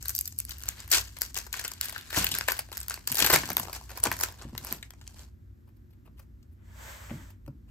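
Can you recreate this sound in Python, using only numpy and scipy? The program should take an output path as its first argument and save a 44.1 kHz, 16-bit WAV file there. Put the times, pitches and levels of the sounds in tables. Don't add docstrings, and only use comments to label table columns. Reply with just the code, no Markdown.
import sys
import numpy as np
from scipy import signal
from scipy.fft import rfft, irfft, next_fast_len
from scipy.io import wavfile
from scipy.ndimage import uniform_filter1d

SR = 44100
rng = np.random.default_rng(int(sys.argv[2]) if len(sys.argv) > 2 else 0)


def transcribe(signal):
    frames = np.atleast_2d(signal).T
    limited = np.clip(frames, -1, 1)
    pcm = np.round(limited * 32767).astype(np.int16)
    wavfile.write(sys.argv[1], SR, pcm)


N = 339570
SIDES = np.array([[1], [-1]])


def undb(db):
    return 10 ** (np.asarray(db) / 20)


def unit(x):
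    return x / np.sqrt(np.mean(x ** 2))


def curve(table):
    s, *columns = np.transpose(table)
    return [np.interp(np.arange(N) / SR, s, c) for c in columns]


def shape(x, points):
    hz, db = np.transpose(points)
    size = next_fast_len(N + SR // 10)
    f = np.maximum(np.arange(size // 2 + 1) * SR / size, 1)
    gain = undb(np.interp(np.log(f), np.log(hz), db))
    return irfft(rfft(x, size) * gain, size)[..., :N]


def walk(rate):
    hold = int(SR / rate)
    steps = np.repeat(rng.standard_normal(N // hold + 1), hold)
    return 0.8 * uniform_filter1d(steps, hold)[:N]


# (time [s], depth = 0.4-1.2 kHz above 1.2-2.7 kHz [dB],
# left minus right [dB])
PACKET_OPENING = [(0, -8, 4.5), (.55, -6.5, 5), (.8, -8, 3), (1.2, -5.5, 4), (2, -10, 3.5),
                  (2.2, -5.5, 2.5), (2.5, -5, 3.5), (3, -6, 3), (3.4, -2.5, 3.5), (4, 1.5, 1.5),
                  (4.3, 2, 2), (5.4, 0, 0)]
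# (time [s], level at 4.5-9 kHz [dB], level above that
# at 0.4-1.2, 1.2-2.7, 2.7-4.5 and 11-16 kHz [dB] each, rise [s], t60 [s])
FOIL_SNAPS = [(0.0258, -39, -18, -16, -30, 1.5, 0.0003, 0.026), (0.0543, -39, -13, -4, 1, 2, 0.0026, 0.012),
              (0.0825, -32, -38, -25, -21, 7, 0.0003, 0.0066),
              (0.0933, -30, -31.5, -12.5, -24, 3, 0.00029, 0.023),
              (0.1043, -42.5, -24, -3, -14, 10, 0.00035, 0.005),
              (0.1126, -45, -31, -18, -15.5, 4.5, 0.001, 0.0057),
              (0.1507, -33, -31, -24, -25, 7.5, 0.00015, 0.006),
              (0.1632, -33, -37, -32.5, -31, 5, 0.00051, 0.004),
              (0.18, -35.5, -47.0, -29.0, -21.5, -14, 0.00041, 0.007),
              (0.1891, -28, -29.5, -23, -26, 4.5, 0.0003, 0.0045),
              (0.21, -35.5, -40, -16, -30, 6, 0.0003, 0.0086),
              (0.255, -37.5, -25, -21, -22, -3, 0.00088, 0.019),
              (0.276, -35, -28, -17.5, -30, 2.5, 0.00026, 0.019),
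              (0.3235, -46, -17, -17, -21, -5, 0.0004, 0.013),
              (0.381, -57, -25.0, -23, -9, 7, 0.00028, 0.004),
              (0.388, -39, -50.0, -31, -19, 8, 0.00019, 0.004),
              (0.4017, -39.5, -27, -9.5, -22, 4, 0.00041, 0.003),
              (0.4508, -45, -31, -15, -20, 6.5, 0.00027, 0.00394),
              (0.493, -44.5, -17.0, -3, -16, 4.5, 0.0003, 0.008),
              (0.4976, -50, -26.0, -15, -12, 6.5, 0.0012, 0.004),
              (0.5071, -38.0, -39.0, -26, -2.5, -3, 0.00035, 0.028),
              (0.5137, -40, -22, -8, -3.5, -3, 0.0051, 0.029),
              (0.5833, -53, -26.0, -12, -13, 6, 0.0003, 0.009),
              (0.596, -55, -27.0, -5, -14, 5, 0.0003, 0.005), (0.604, -52, -8, -12, -3, 3, 0.0004, 0.014),
              (0.6138, -47.5, -10, -8, -4, -10, 0.0005, 0.018),
              (0.6227, -49.5, -12.0, -6, 0, 6, 0.0003, 0.017),
              (0.636, -41.5, -15, -7, -7, -3, 0.00024, 0.0057),
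              (0.656, -48, -4.5, -3, -0.5, 5, 0.0003, 0.016),
              (0.6879, -28, -22, -15, -30, 0, 0.0003, 0.004),
              (0.802, -38.5, -22, -21, -17.5, -12.0, 0.0016, 0.005),
              (0.8766, -48.5, -7.5, -0.5, -8, 3.5, 0.0009, 0.022),
              (0.903, -43.5, -22.5, -13.5, -9, 8.5, 0.00076, 0.005),
              (0.914, -19, -19, -14, -9.5, -2.5, 0.00099, 0.065),
              (0.925, -22.5, -16, -5, -5.5, -7.5, 0.0022, 0.022),
              (0.932, -30, -10, 5, 4.5, -5.5, 0.0078, 0.05),
              (0.943, -23.5, -26, -6.5, -5.5, -8.5, 0.0047, 0.016),
              (0.971, -26.5, -8.5, -12.5, -6, -6, 0.0018, 0.0221),
              (0.9782, -25, -16, -9, -6, -15.0, 0.0044, 0.031),
              (1.0103, -37.5, -19, -18.5, -6, -1, 0.0018, 0.021),
              (1.1866, -51, -4, -11.5, -6.5, 6.5, 0.0003, 0.009),
              (1.211, -34.5, -14.5, -12.5, -10, 5, 0.00035, 0.0065),
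              (1.2177, -23, -18.5, -11, -16.5, 1.5, 0.00026, 0.006),
              (1.3436, -38.5, -14, -14, -8.5, -1, 0.0008, 0.01),
              (1.3545, -41.5, -12.5, -6.0, 2, -6, 0.0005, 0.016),
              (1.3637, -35, -4.5, -3.0, -22, -5.5, 0.0021, 0.041),
              (1.3742, -29.5, -23, -9, -26, -6, 0.0013, 0.009),
              (1.3863, -32, -20, -27, -10, -1.5, 0.00046, 0.011),
              (1.465, -44, -2.5, -5, -6.5, -3, 0.0004, 0.04),
              (1.5274, -31.5, -21, -18, -3.5, -3.5, 0.00064, 0.021),
              (1.5394, -39.5, -4, 9, -5, -5, 0.001, 0.017),
              (1.5671, -39.5, -7, -11, -12, -4, 0.0041, 0.017),
              (1.5934, -36, -15.0, 0.5, -2.5, -1, 0.00081, 0.032),
              (1.611, -39, -10, -13, -17, -4, 0.00091, 0.026), (1.64, -42, -7, -1, -4, 1, 0.00071, 0.015),
              (1.6462, -33, -8, 0.5, -2, -5.5, 0.0024, 0.053),
              (1.6785, -35, -22, -15, -6, 3, 0.0005, 0.017), (1.713, -38, -6.5, -8, -9, -4, 0.0043, 0.014),
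              (1.7358, -39, -23.0, -32.0, -7, -4, 0.00023, 0.0092),
              (1.8111, -30, -34, -8.5, -1, 1, 0.00027, 0.0065),
              (1.8294, -40.5, -30, -26, 2, -6.0, 0.0011, 0.015),
              (1.842, -38.5, -29, -12, -3.0, 1.5, 0.0004, 0.049),
              (1.855, -42.5, -21, -17, -3, 9, 0.0025, 0.016),
              (1.884, -42.5, -8, -17, -6, 0.5, 0.00083, 0.007),
              (1.8944, -41, -9, 1.5, -5.0, 4, 0.00033, 0.022),
              (1.904, -47, -13.0, -17, 4, 5, 0.0003, 0.005), (1.9246, -42, -1.5, -10, -1, 2, 0.0003, 0.02),
              (1.9597, -58, 13, 24.5, 14, 4, 0.00061, 0.027),
              (1.979, -44.5, -18, -17, 0, 3, 0.00069, 0.014),
              (2.0098, -49.5, -16, -3, 6.5, 0, 0.0008, 0.016),
              (2.1045, -45.5, -7, 6, 6.5, 3.5, 0.0005, 0.025),
              (2.127, -44.5, 4, 7.5, 6, 7.5, 0.00063, 0.03), (2.143, -38.5, -4.5, 9, -3, 0, 0.00072, 0.042),
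              (2.162, -34.5, -2, -5, 2, -0.5, 0.0043, 0.021),
              (2.17, -26.5, -1.5, -5, -11, -4.5, 0.0026, 0.044),
              (2.183, -33, -7, -19, -5, 2.5, 0.00063, 0.021), (2.195, -34, -4, -14, 0, -4, 0.0047, 0.05),
              (2.2434, -31.0, -7, -1, 2, 11, 0.00036, 0.013),
              (2.2643, -30, -27, -1, 5.5, -4.5, 0.0039, 0.012),
              (2.289, -37.5, -18, -24, -1, 1.5, 0.0005, 0.013),
              (2.312, -25.5, -17.5, -28, -2, -5.5, 0.0048, 0.05),
              (2.34, -36.5, -19, -12, 7.5, -1, 0.00052, 0.011),
              (2.35, -34.5, -22, 1.5, -12, 3, 0.00055, 0.009),
              (2.3588, -50, 2, -16, -11, -9, 0.00083, 0.025), (2.386, -31, -12, -5, -11, 5, 0.0003, 0.0057),
              (2.4096, -35, -2, 6, 0.5, -10, 0.00038, 0.0051),
              (2.4825, -27, 2.5, 6.5, -1, -1, 0.0019, 0.012), (2.495, -37, -24, 7, -10, -8, 0.00074, 0.039),
              (2.5075, -37.5, 3, -4, -3, 3.5, 0.001, 0.009),
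              (2.5186, -30, -4.5, -0.5, -8, 4, 0.00071, 0.017),
              (2.568, -48, -18, -5.0, 2, 3, 0.0007, 0.028), (2.5798, -50, -10, 2, -9, 3, 0.00056, 0.012),
              (2.5904, -33.5, -4, -1, -1, 4, 0.00037, 0.032), (2.6875, -60, 8, 5, -1, -6, 0.0008, 0.012),
              (2.716, -46.5, 3.5, 1, -7, -4.0, 0.00074, 0.016),
              (2.7259, -40.5, -6, -3, -1.5, 2, 0.00076, 0.045),
              (2.749, -51, -12, -3, -3, -7, 0.00051, 0.015), (2.7708, -37, -14, -4.5, -7, 1, 0.0003, 0.008),
              (2.7774, -35, -16.5, -17, -15, 0, 0.00017, 0.005607),
              (2.802, -46.5, -23, -11, -8, 9, 0.0003, 0.019),
              (2.8127, -37, -19, -13, -13, -5, 0.00035, 0.011),
              (2.83, -42, -28, -19, -7, 1, 0.00035, 0.019),
              (2.8821, -39.5, -13, -7.0, -4, 6.5, 0.00059, 0.0089),
              (2.897, -36, -14, -18, -9, 1, 0.00067, 0.012),
              (2.9064, -37.5, -1.5, 5.5, -1, -30, 0.00059, 0.029),
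              (2.9405, -31.5, -19, -8.5, -10, -3.5, 0.00073, 0.011),
              (2.9745, -53, 9.5, 10.5, -2, -4, 0.001, 0.014),
              (3.0738, -26.5, -19.5, -10.5, -7.5, 0.5, 0.0003, 0.02),
              (3.096, -37.5, -5.5, -8.5, -10, -8.5, 0.0056, 0.03),
              (3.1174, -28.5, -17.5, -17, -10.5, 5, 0.0003, 0.012),
              (3.1231, -30.5, -18, -8.5, -3, 5, 0.0018, 0.004),
              (3.1451, -35, -8, -13.5, -8.5, 3.5, 0.0003, 0.005),
              (3.1535, -31.5, -19, -10.5, -3.5, 3, 0.0006, 0.015),
              (3.1616, -39.5, -17, -5.0, -2.5, -0.5, 0.0005, 0.021),
              (3.1692, -28, -11, -11, -7.5, 2.5, 0.0006, 0.029),
              (3.1827, -29, -17.5, -7, -4.5, 0, 0.00035, 0.011),
              (3.1891, -28, -7, -7, -3, 5.5, 0.0005, 0.046),
              (3.1997, -23, -22.0, -3.5, -3, 3, 0.0027, 0.02),
              (3.223, -22, -11.5, -4.5, 1.5, -0.5, 0.0004, 0.021),
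              (3.2413, -25, -1.5, 2.5, 4, 2.5, 0.0051, 0.044),
              (3.2615, -23.5, -16.5, -4, -3.5, 3.5, 0.0019, 0.015),
              (3.2666, -24, -7, -2, -4.5, -1.5, 0.0051, 0.023), (3.2967, -26, 5, 7, 0, 5.5, 0.0057, 0.04),
              (3.3258, -24.5, 1, -1, 0, 5, 0.0031, 0.036), (3.3322, -16.5, -0.5, 1, -4, -6, 0.0057, 0.028),
              (3.357, -22, 0, 4, -2.5, 2, 0.0032, 0.018), (3.4331, -44.5, 9, 12.5, 5, -9, 0.00079, 0.024),
              (3.455, -43, -20.5, -10.5, -4.5, 0, 0.001, 0.013),
              (3.476, -47, -1.5, 2, -1.5, 4.5, 0.0005, 0.005),
              (3.489, -36.5, 0, -17, -12.5, -4.5, 0.001, 0.012),
              (3.5014, -30.5, 0, -1, -6.5, 1, 0.00079, 0.016),
              (3.5153, -42.5, -2, 7.5, 1.5, -6, 0.0006, 0.018),
              (3.5315, -49.5, -4, -7.5, -15, 15.5, 0.00033, 0.0049),
              (3.5683, -27.5, -3.5, -2.5, 0.5, 8, 0.0002, 0.005),
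              (3.5745, -34, -2, -2, -9, -1, 0.0064, 0.015),
              (3.5963, -37, 5, -1.5, -3.5, 12.5, 0.00077, 0.017),
              (3.63, -39.5, -1.5, -12, -15, -10, 0.0019, 0.015), (3.651, -50, 6, 3, -2, -1, 0.001, 0.012),
              (3.671, -51, 8.5, 3, -6, -5, 0.0016, 0.01), (3.682, -52, 14.5, 4, 4, -4, 0.001, 0.012),
              (3.6957, -48, 11, -3, -1.0, -6.0, 0.0004, 0.017),
              (3.7291, -38.5, -5, -1.5, -21, 1, 0.0005, 0.019),
              (3.761, -41.5, -2.5, -3, -12, 0, 0.003, 0.014), (3.811, -55, 8.5, -8, -10, -4, 0.0006, 0.014),
              (3.8933, -53.5, 2.5, 6, -16, -1, 0.00065, 0.012), (3.9022, -53.5, 2, 7, 0, 7, 0.0004, 0.027),
              (3.9727, -40, 2, -1, -11, 2.5, 0.0013, 0.024), (4, -46.0, -12, -4.0, -5, 3, 0.00033, 0.017),
              (4.038, -27, -13.5, -17, -11, 5.5, 0.00024, 0.0039),
              (4.0575, -33.5, 10.5, 3, -3, -18, 0.0026, 0.021),
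              (4.0685, -32.0, 2.5, 5, -7, -8, 0.0012, 0.016),
              (4.115, -34.5, 7, 11.5, -7, 5, 0.00059, 0.017), (4.125, -34, -24, -25, -6, 1, 0.0005, 0.011),
              (4.137, -38.5, -7, -13, -7, -21, 0.0018, 0.018),
              (4.166, -39, -9, -4, -5.5, -4, 0.0003, 0.018),
              (4.1901, -43, -11.0, -1, -5, 4, 0.00044, 0.0071), (4.2, -42, 1, 3, -9, 6, 0.00031, 0.015),
              (4.2084, -35, -0.5, -3, -6, 5, 0.002, 0.017), (4.2346, -26, -15, -1.5, -4, 1, 0.00082, 0.016),
              (4.285, -48, 4, -2, 5, -2, 0.00037, 0.017), (4.3232, -54, -18, -1, -9, 3, 0.0004, 0.0099),
              (4.419, -43, -2.5, -4, -5, -16, 0.0027, 0.028), (4.5317, -65, 9, 2, -1, -12, 0.0004, 0.008),
              (4.5502, -49.5, 7.5, 6, 2, -10, 0.00041, 0.012),
              (4.578, -36, -14, -5.5, 0, 1, 0.00051, 0.015),
              (4.6478, -44.5, 0.0, -1, -15, 12.5, 0.0003, 0.0035),
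              (4.669, -39.5, -10, -9, -12, -1, 0.0004, 0.006),
              (4.7185, -41.5, 3.5, 3, -10, -2, 0.002, 0.048),
              (4.7257, -33.5, -23, -9.5, -12, 7, 0.00021, 0.004),
              (4.827, -42, -14, 1.5, 1, -8, 0.00026, 0.022),
              (4.9049, -49, -7, -1.5, 0.5, -2, 0.00071, 0.014),
              (4.9356, -54.5, 0, -0.5, -10, -15, 0.0006, 0.013),
              (5.012, -53.5, -4, -1.5, -2.5, -4, 0.00044, 0.082),
              (5.0665, -56.5, -18, -4, 5, -18, 0.00071, 0.013),
              (5.076, -43, -17, -21, -5.5, -11, 0.00016, 0.0092),
              (5.142, -54.5, -6, -19, -3, -15, 0.0008, 0.03),
              (5.192, -49, -10, -12, -6, -13, 0.0005, 0.018),
              (5.232, -58.5, -14, -7, -1, -17, 0.0006, 0.013)]
SNAP_PAN_SCATTER_DB = 3


def snaps():
    at = (np.transpose(FOIL_SNAPS)[0] * SR).astype(int)
    pan = curve(PACKET_OPENING)[1][at]
    pan = pan + SNAP_PAN_SCATTER_DB * rng.standard_normal(len(FOIL_SNAPS))
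    return bursts(FOIL_SNAPS, pan, lag_spread=4.4)


CLUMP_DB = 3
CRACKLE_AIR_DB = -6.5


def crackle(count=5000):
    chance = rng.random((count, 8))
    s = (np.arange(count) + 3 * chance[:, 0]) * PACKET_OPENING[-1][0] / (count + 3)
    at = (s * SR).astype(int)
    db, fullness = handling(s)
    db = db + CLUMP_DB * walk(45)[at]
    depth, pan = (c[at] for c in curve(PACKET_OPENING))
    size_db = np.minimum(-4 * np.log(1 - chance[:, 1]), 12) - 13
    band_db = bands_db(fullness, depth, CRACKLE_AIR_DB) + 8 * (chance[:, 2:7] - .5)
    pan = pan + 6 * (chance[:, 7] - .5)
    t60 = .005 + .008 * chance[:, 2]
    rise = 0.00023 + 0.0018 * chance[:, 3] ** 2
    return buckle(s, db + size_db, band_db, pan, t60, rise, lag_spread=8., size=512)


# (start [s], peak [s], end [s], peak level at 4.5-9 kHz [dB],
# fullness = level above that at 1.2-2.7 kHz [dB]); crackle then sets the size of each buckle
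FOIL_PULLS = [(-.08, 0.101, 0.17, -41, -10), (.147, 0.146, 0.2, -34, -29), (.05, 0.156, 0.81, -47, -17),
              (0.374, 0.39, 0.48, -42, -14.5), (0.376, 0.504, 0.87, -52, -5), (0.637, 0.686, 0.82, -46, 0),
              (0.717, 0.8, 0.96, -48, -1), (0.903, 0.933, 1.03, -18.5, -6), (.95, 1.047, 1.28, -50.5, -8),
              (1.153, 1.168, 1.21, -48, -1), (1.196, 1.216, 1.33, -36, -8.5),
              (1.329, 1.367, 1.514, -37, -5.5), (1.508, 1.533, 2.15, -44.5, -1.5),
              (1.787, 1.817, 2.04, -40.5, -3.5), (1.804, 1.953, 2.3, -50.5, 2),
              (2.073, 2.168, 2.44, -29, -2.5), (2.2, 2.357, 2.57, -38.5, -4.5),
              (2.471, 2.479, 2.654, -32.5, -2.5), (2.542, 2.591, 2.68, -43, -3.5),
              (2.698, 2.744, 3.05, -48.5, -4.5), (2.85, 2.918, 3.05, -42, -4),
              (3.067, 3.07, 4.2, -40.5, -7.5), (3.087, 3.204, 3.7, -32.5, -2),
              (3.146, 3.347, 3.44, -27.5, -3.5), (3.425, 3.503, 3.6, -42.5, -2.5),
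              (3.55, 3.596, 3.72, -39.5, -8), (3.665, 3.753, 3.84, -44, -5.5), (3.84, 3.907, 4.07, -56, 4),
              (3.925, 3.962, 4.06, -48.5, -2), (4.026, 4.032, 4.07, -31, -6.5),
              (4.097, 4.114, 4.22, -41.5, -5.5), (4.018, 4.052, 4.15, -33, -4.5),
              (4.162, 4.237, 4.29, -32.5, -9), (4.2, 4.27, 4.45, -48, -2.5), (4.346, 4.41, 4.7, -58.5, 3),
              (4.46, 4.693, 4.9, -45, -4.5), (4.793, 5.214, 5.32, -56.5, -4)]
PULL_EDGE_DB = -30


def handling(s):
    start, peak, end, db, fullness = np.transpose(FOIL_PULLS)
    late = s[:, None] - peak
    progress = np.maximum(late / np.abs(end - peak), -late / np.abs(peak - start))
    power = undb(db + PULL_EDGE_DB * progress) ** 2
    total = power.sum(1)
    return 10 * np.log10(total), power @ fullness / total


MID_SHARE = 0.61


def bands_db(fullness, depth, air):
    flat = 0 * fullness
    return np.transpose([flat, fullness + depth, fullness, MID_SHARE * fullness, air + flat])


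# (time [s], level at 4.5-9 kHz [dB], level above that
# at 0.4-1.2, 1.2-2.7, 2.7-4.5 and 11-16 kHz [dB] each, rise [s], t60 [s])
CARD_TOUCHES = [(5.67, -80, 14, 4, 2, 8, .01, .04), (5.686, -80, 10, 8, 2, 8, .004, .04),
                (5.762, -80, -4, -4, -4, 8, .008, .03), (5.9, -78, 2, -4, -3, 8, .01, .04),
                (5.925, -77, 0, 2, 1, 4, .01, .04), (6.048, -72, 8, 7, 2, 4, .015, .05),
                (6.073, -78, 20, 10, 4, 0, .003, .04), (6.165, -68, 0, 0, -2, 3, .02, .05),
                (6.19, -60, 4, 2, -3, 5, .006, .045), (6.205, -68, -4, -4, -10, 3, .025, .05),
                (6.426, -67, -14, -10, -9, -4, .003, .03), (6.515, -82, -4, -4, -4, 12, .015, .05),
                (7.095, -72, 23, 24, 12, -2, .001, .03), (7.1055, -74, 26, 25, 16, -6, .0005, .012),
                (7.11, -76, 24, 26, 14, -6, .001, .03), (7.3, -64, 2, -2, -2, 4, .005, .04),
                (7.461, -66, -2, 0, -4, 4, .002, .02), (7.475, -66, 15, 3, -4, 2, .004, .03),
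                (7.672, -71, 2, 0, -3, 0, .02, .05)]


def touches():
    return bursts(CARD_TOUCHES, pan_db=4.5, lag_spread=4.7)


def bursts(table, pan_db, lag_spread):
    s, db, *above, rise, t60 = np.transpose(table)
    band_db = np.transpose([0 * s] + above)
    return buckle(s, db, band_db, pan_db + 0 * s, t60, rise, lag_spread, size=2048)


# (low edge [Hz], high edge [Hz])
BUCKLE_BANDS = [(4500, 9500), (430, 1200), (1250, 2700), (2700, 4500), (9500, 17500)]
FACET_RING, FACET_Q = 1.1, 6


def buckle(s, db, band_db, pan_db, t60, rise, lag_spread, size):
    chance = rng.random((len(s), 8))
    t = np.arange(size) / SR
    rise = np.clip(rise, .0002, .025)[:, None]
    t60 = np.clip(t60, .002, .05)[:, None]
    decay = undb(-60 * np.maximum(t - rise, 0) / t60)
    burst = rng.standard_normal((len(s), size)) * np.minimum(t / rise, 1) * decay

    hz = np.arange(size // 2 + 1) * SR / size
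    turn = np.exp(-2j * np.pi * hz / SR)
    facet = 1
    for k in range(4):
        f = 900 * 2 ** (4 * chance[:, k, None])
        radius = np.exp(-np.pi * f / FACET_Q / SR)
        pole = radius * np.exp(2j * np.pi * f / SR)
        facet = facet + FACET_RING * (1 - radius) / (1 - pole * turn)
    rung = rfft(burst) * facet

    lag = -.8 * pan_db + lag_spread * (chance[:, 5] - .5)
    ports = []
    for sign in (.5, -.5):
        delay = np.exp(-2j * np.pi * hz / SR * (8 + sign * lag[:, None]))
        ports.append(rung * delay * undb(sign * pan_db)[:, None])

    filters = [signal.butter(3, edge, "band", fs=SR, output="sos") for edge in BUCKLE_BANDS]
    bands = np.array([signal.sosfreqz(sos, hz, fs=SR)[1] for sos in filters])
    energy = .5 * np.abs(ports[0] + ports[1]) ** 2 @ np.abs(bands.T) ** 2 / size
    colour = undb(band_db + db[:, None]) * np.sqrt(SR / 200 / energy) @ bands

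    at = ((s * SR).astype(int)[:, None] + np.arange(size)).ravel()
    waves = [irfft(port * colour, size).ravel() for port in ports]
    return np.array([np.bincount(at, wave, N + size)[:N] for wave in waves])


# (time [s], peak level [dB], push length [s])
TABLE_KNOCKS = [(2.174, -24, 0.0024), (2.184, -32, 0.004), (2.312, -37, 0.0042), (3.109, -35, 0.0042),
                (3.22, -27, 0.0025), (3.331, -18.5, 0.00048), (3.359, -36, 0.00065), (3.436, -34, 0.00062),
                (3.506, -30.5, 0.00089), (3.595, -33.5, 0.00062), (4.066, -29, 0.0016), (4.08, -41, 0.0008),
                (4.451, -35, 0.0022), (4.527, -36.5, 0.0028), (4.6, -44, 0.0054), (4.714, -36, 0.00024),
                (6.077, -50, 0.0022), (7.1042, -39, 0.0006), (7.112, -30, 0.0018), (7.134, -34.5, 0.0022),
                (7.478, -38.5, 0.0013), (7.485, -38.5, 0.0019)]
# (frequency [Hz], relative level [dB], t60 [s])
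TABLE_MODES = [(95, -14, 0.2), (137, -6, 0.13), (173.6, -10.5, 0.13), (233, -3, 0.071), (290, -0.5, 0.05),
               (340, -31.5, 0.041), (570, -3, 0.038), (738, -21.5, 0.031), (1100, -33.5, .03)]
KNOCK_SWELL_CYCLES = 0.46


def knocks():
    out, t = np.zeros(N + SR), np.arange(SR // 4) / SR
    for s, db, push in TABLE_KNOCKS:
        ring = 0
        for (hz, level, t60), chance in zip(TABLE_MODES, rng.standard_normal(len(TABLE_MODES))):
            swell = 1 - np.exp(-t * hz / KNOCK_SWELL_CYCLES)
            ring = ring + undb(level + 3 * chance - 60 * t / t60) * np.sin(2 * np.pi * hz * t) * swell
        ring = np.convolve(ring, np.hanning(int(push * SR) + 3))[:len(t)]
        out[int(s * SR):][:len(t)] += undb(db) * ring / np.abs(ring).max()
    return out[:N] * undb(.3 * SIDES)


# (time [s], rub level [dB], hiss level [dB])
FOREARM_SLIDE = [(6.58, -83.5, -102), (6.648, -71.5, -75), (6.75, -62, -62.5), (6.82, -52.5, -53.5),
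                 (6.9, -50, -49.5), (7.0, -54.5, -54.5), (7.146, -56.5, -56.5), (7.232, -59, -60.5),
                 (7.3, -64, -64), (7.36, -76.5, -80.5)]
# (frequency [Hz], relative level per Hz [dB])
RUB_COLOUR = [(250, -19.5), (450, -6.5), (610, -0.5), (750, -8.5), (900, 0.5), (1200, -4), (1660, -0.5),
              (2200, -4.5), (2800, -11.5), (3200, -8.5), (3800, -16.5), (5000, -39.5)]
# (frequency [Hz], relative level per Hz [dB])
HISS_COLOUR = [(1500, -30), (3000, -6.5), (4200, -4.5), (5500, -4), (7800, 0.5), (12000, -10.5),
               (16500, -6)]


def slide():
    s, *levels = np.transpose(FOREARM_SLIDE)
    out = 0
    for db, colour in zip(levels, (RUB_COLOUR, HISS_COLOUR)):
        mid, side = (unit(shape(rng.standard_normal(N), colour)) for _ in range(2))
        points = [(0, -120), (6.55, -120)] + list(zip(s, db)) + [(7.45, -120)]
        gain = undb(curve(points)[0] + 0.96 * walk(33))
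        out = out + gain * (mid + .8 * side * SIDES)
    return out


# (frequency [Hz], level [dB])
ECHO_TREBLE = [(200, 0), (3000, 0), (8000, -3), (14000, -7)]
ECHO_DB, ECHO_T60_S = -7, 0.16


def echo(hands):
    t = np.arange(SR // 3) / SR
    build = np.minimum(t / 0.012, 1)
    tail = rng.standard_normal((2, len(t))) * undb(-60 * t / ECHO_T60_S) * build
    tail = tail / np.sqrt(np.sum(tail[0] ** 2))
    returned = signal.fftconvolve(hands.mean(0)[None], tail, axes=1)[:, :N]
    return undb(ECHO_DB) * shape(returned, ECHO_TREBLE)


# (time [s], drive level of the low resonances [dB])
ARM_SHAKE = [(0, -39.5), (.19, -51), (.54, -40.5), (.75, -46), (2.1, -53), (2.19, -38.5), (2.4, -46.5),
             (3.1, -50), (3.39, -44), (3.5, -51.5), (3.75, -48), (3.99, -44.5), (4.07, -41), (4.14, -44),
             (5.79, -55.5), (7.03, -47.5), (7.23, -45.5), (7.7, -46.5)]
# (frequency [Hz], width [Hz], level relative to the drive [dB])
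LOW_RESONANCES = [(59, 7, -2.5), (95, 8, -11)]
UPPER_DB = -64.5
AFTER_KNOCK_DB, AFTER_KNOCK_S = -14.5, 0.048


def shake():
    ring = 0
    for hz, width, level in LOW_RESONANCES:
        b, a = signal.iirpeak(hz, hz / width, SR)
        ring = ring + undb(level) * unit(signal.lfilter(b, a, rng.standard_normal(N)))
    ring = signal.sosfilt(signal.butter(3, [40, 130], "band", fs=SR, output="sos"), ring)
    dull = signal.butter(4, [110, 300], "band", fs=SR, output="sos")
    upper = unit(signal.sosfilt(dull, rng.standard_normal(N)))
    t, after = np.arange(N) / SR, 0
    for s, db, _ in TABLE_KNOCKS:
        after = after + undb(db + AFTER_KNOCK_DB) * (t > s) * np.exp(-np.abs(t - s) / AFTER_KNOCK_S)
    return undb(curve(ARM_SHAKE)[0]) * ring + (undb(UPPER_DB) + after) * upper


# (frequency [Hz], relative level per Hz [dB])
ROOM_AIR = [(25, -32.5), (50, -7.5), (95, -2.5), (150, -29.5), (220, -19), (300, -33), (380, -32),
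            (450, -39), (800, -47.5), (1600, -45.5), (2700, -53.5), (8000, -56.5), (13500, -57),
            (16500, -63)]
# (frequency [Hz], side minus mid [dB])
AIR_WIDTH = [(60, -11), (200, -6.5), (500, 5.5), (4000, -3), (16000, 1)]
# (frequency [Hz], level in the sum [dB],
# level in the difference [dB])
MAINS_HUM = [(124.3, -67, -77), (232, -80.5, -70), (352, -76, -79)]
ROOM_DB = -54


def room():
    mid, side = shape(rng.standard_normal((2, N)), ROOM_AIR)
    air = undb(ROOM_DB) / mid.std() * (mid + shape(side, AIR_WIDTH) * SIDES)
    for hz, sum_db, side_db in MAINS_HUM:
        phase = 2 * np.pi * (hz * np.arange(N) / SR + rng.random())
        wander = np.sqrt(2) * undb(1.5 * walk(3.3))
        air = air + wander * (undb(sum_db) * np.sin(phase) + undb(side_db) * np.cos(phase) * SIDES)
    return air


# (frequency [Hz], level [dB])
PACKET_COLOUR = [(300, 9.5), (500, -3.5), (950, -1), (1250, -6), (1600, 2), (2000, -2.5), (2700, -6),
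                 (3400, -3.5), (4800, -3), (7000, -0.5), (9000, -2)]


def scene():
    hands = shape(snaps() + crackle(), PACKET_COLOUR) + touches()
    return hands + echo(hands) + slide() + knocks() + shake() + room()


# (frequency [Hz], level [dB])
SUM_COLOUR = [(2000, 0), (8000, 0), (9200, -7.5), (10000, -20), (10800, -5.5), (12000, 5.5), (14500, 2),
              (15700, -8.5), (16500, -30.5)]
# (frequency [Hz], level [dB])
DIFFERENCE_COLOUR = [(100, -3), (700, 1.5), (2500, 1), (7500, -5.5), (11000, 4.5), (12300, -10),
                     (13500, -18.5), (15500, 0.5), (16000, -23)]
DRIVE, TOP_HZ = 1.15, 16600


def record(dry):
    mid = shape((dry[0] + dry[1]) / 2, SUM_COLOUR)
    side = shape((dry[0] - dry[1]) / 2, DIFFERENCE_COLOUR)
    rounded = np.tanh(DRIVE * (mid + side * SIDES)) / DRIVE
    return signal.sosfilt(signal.ellip(8, .2, 80, TOP_HZ, fs=SR, output="sos"), rounded)


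dry = scene()
out = record(dry)
transcribe(out)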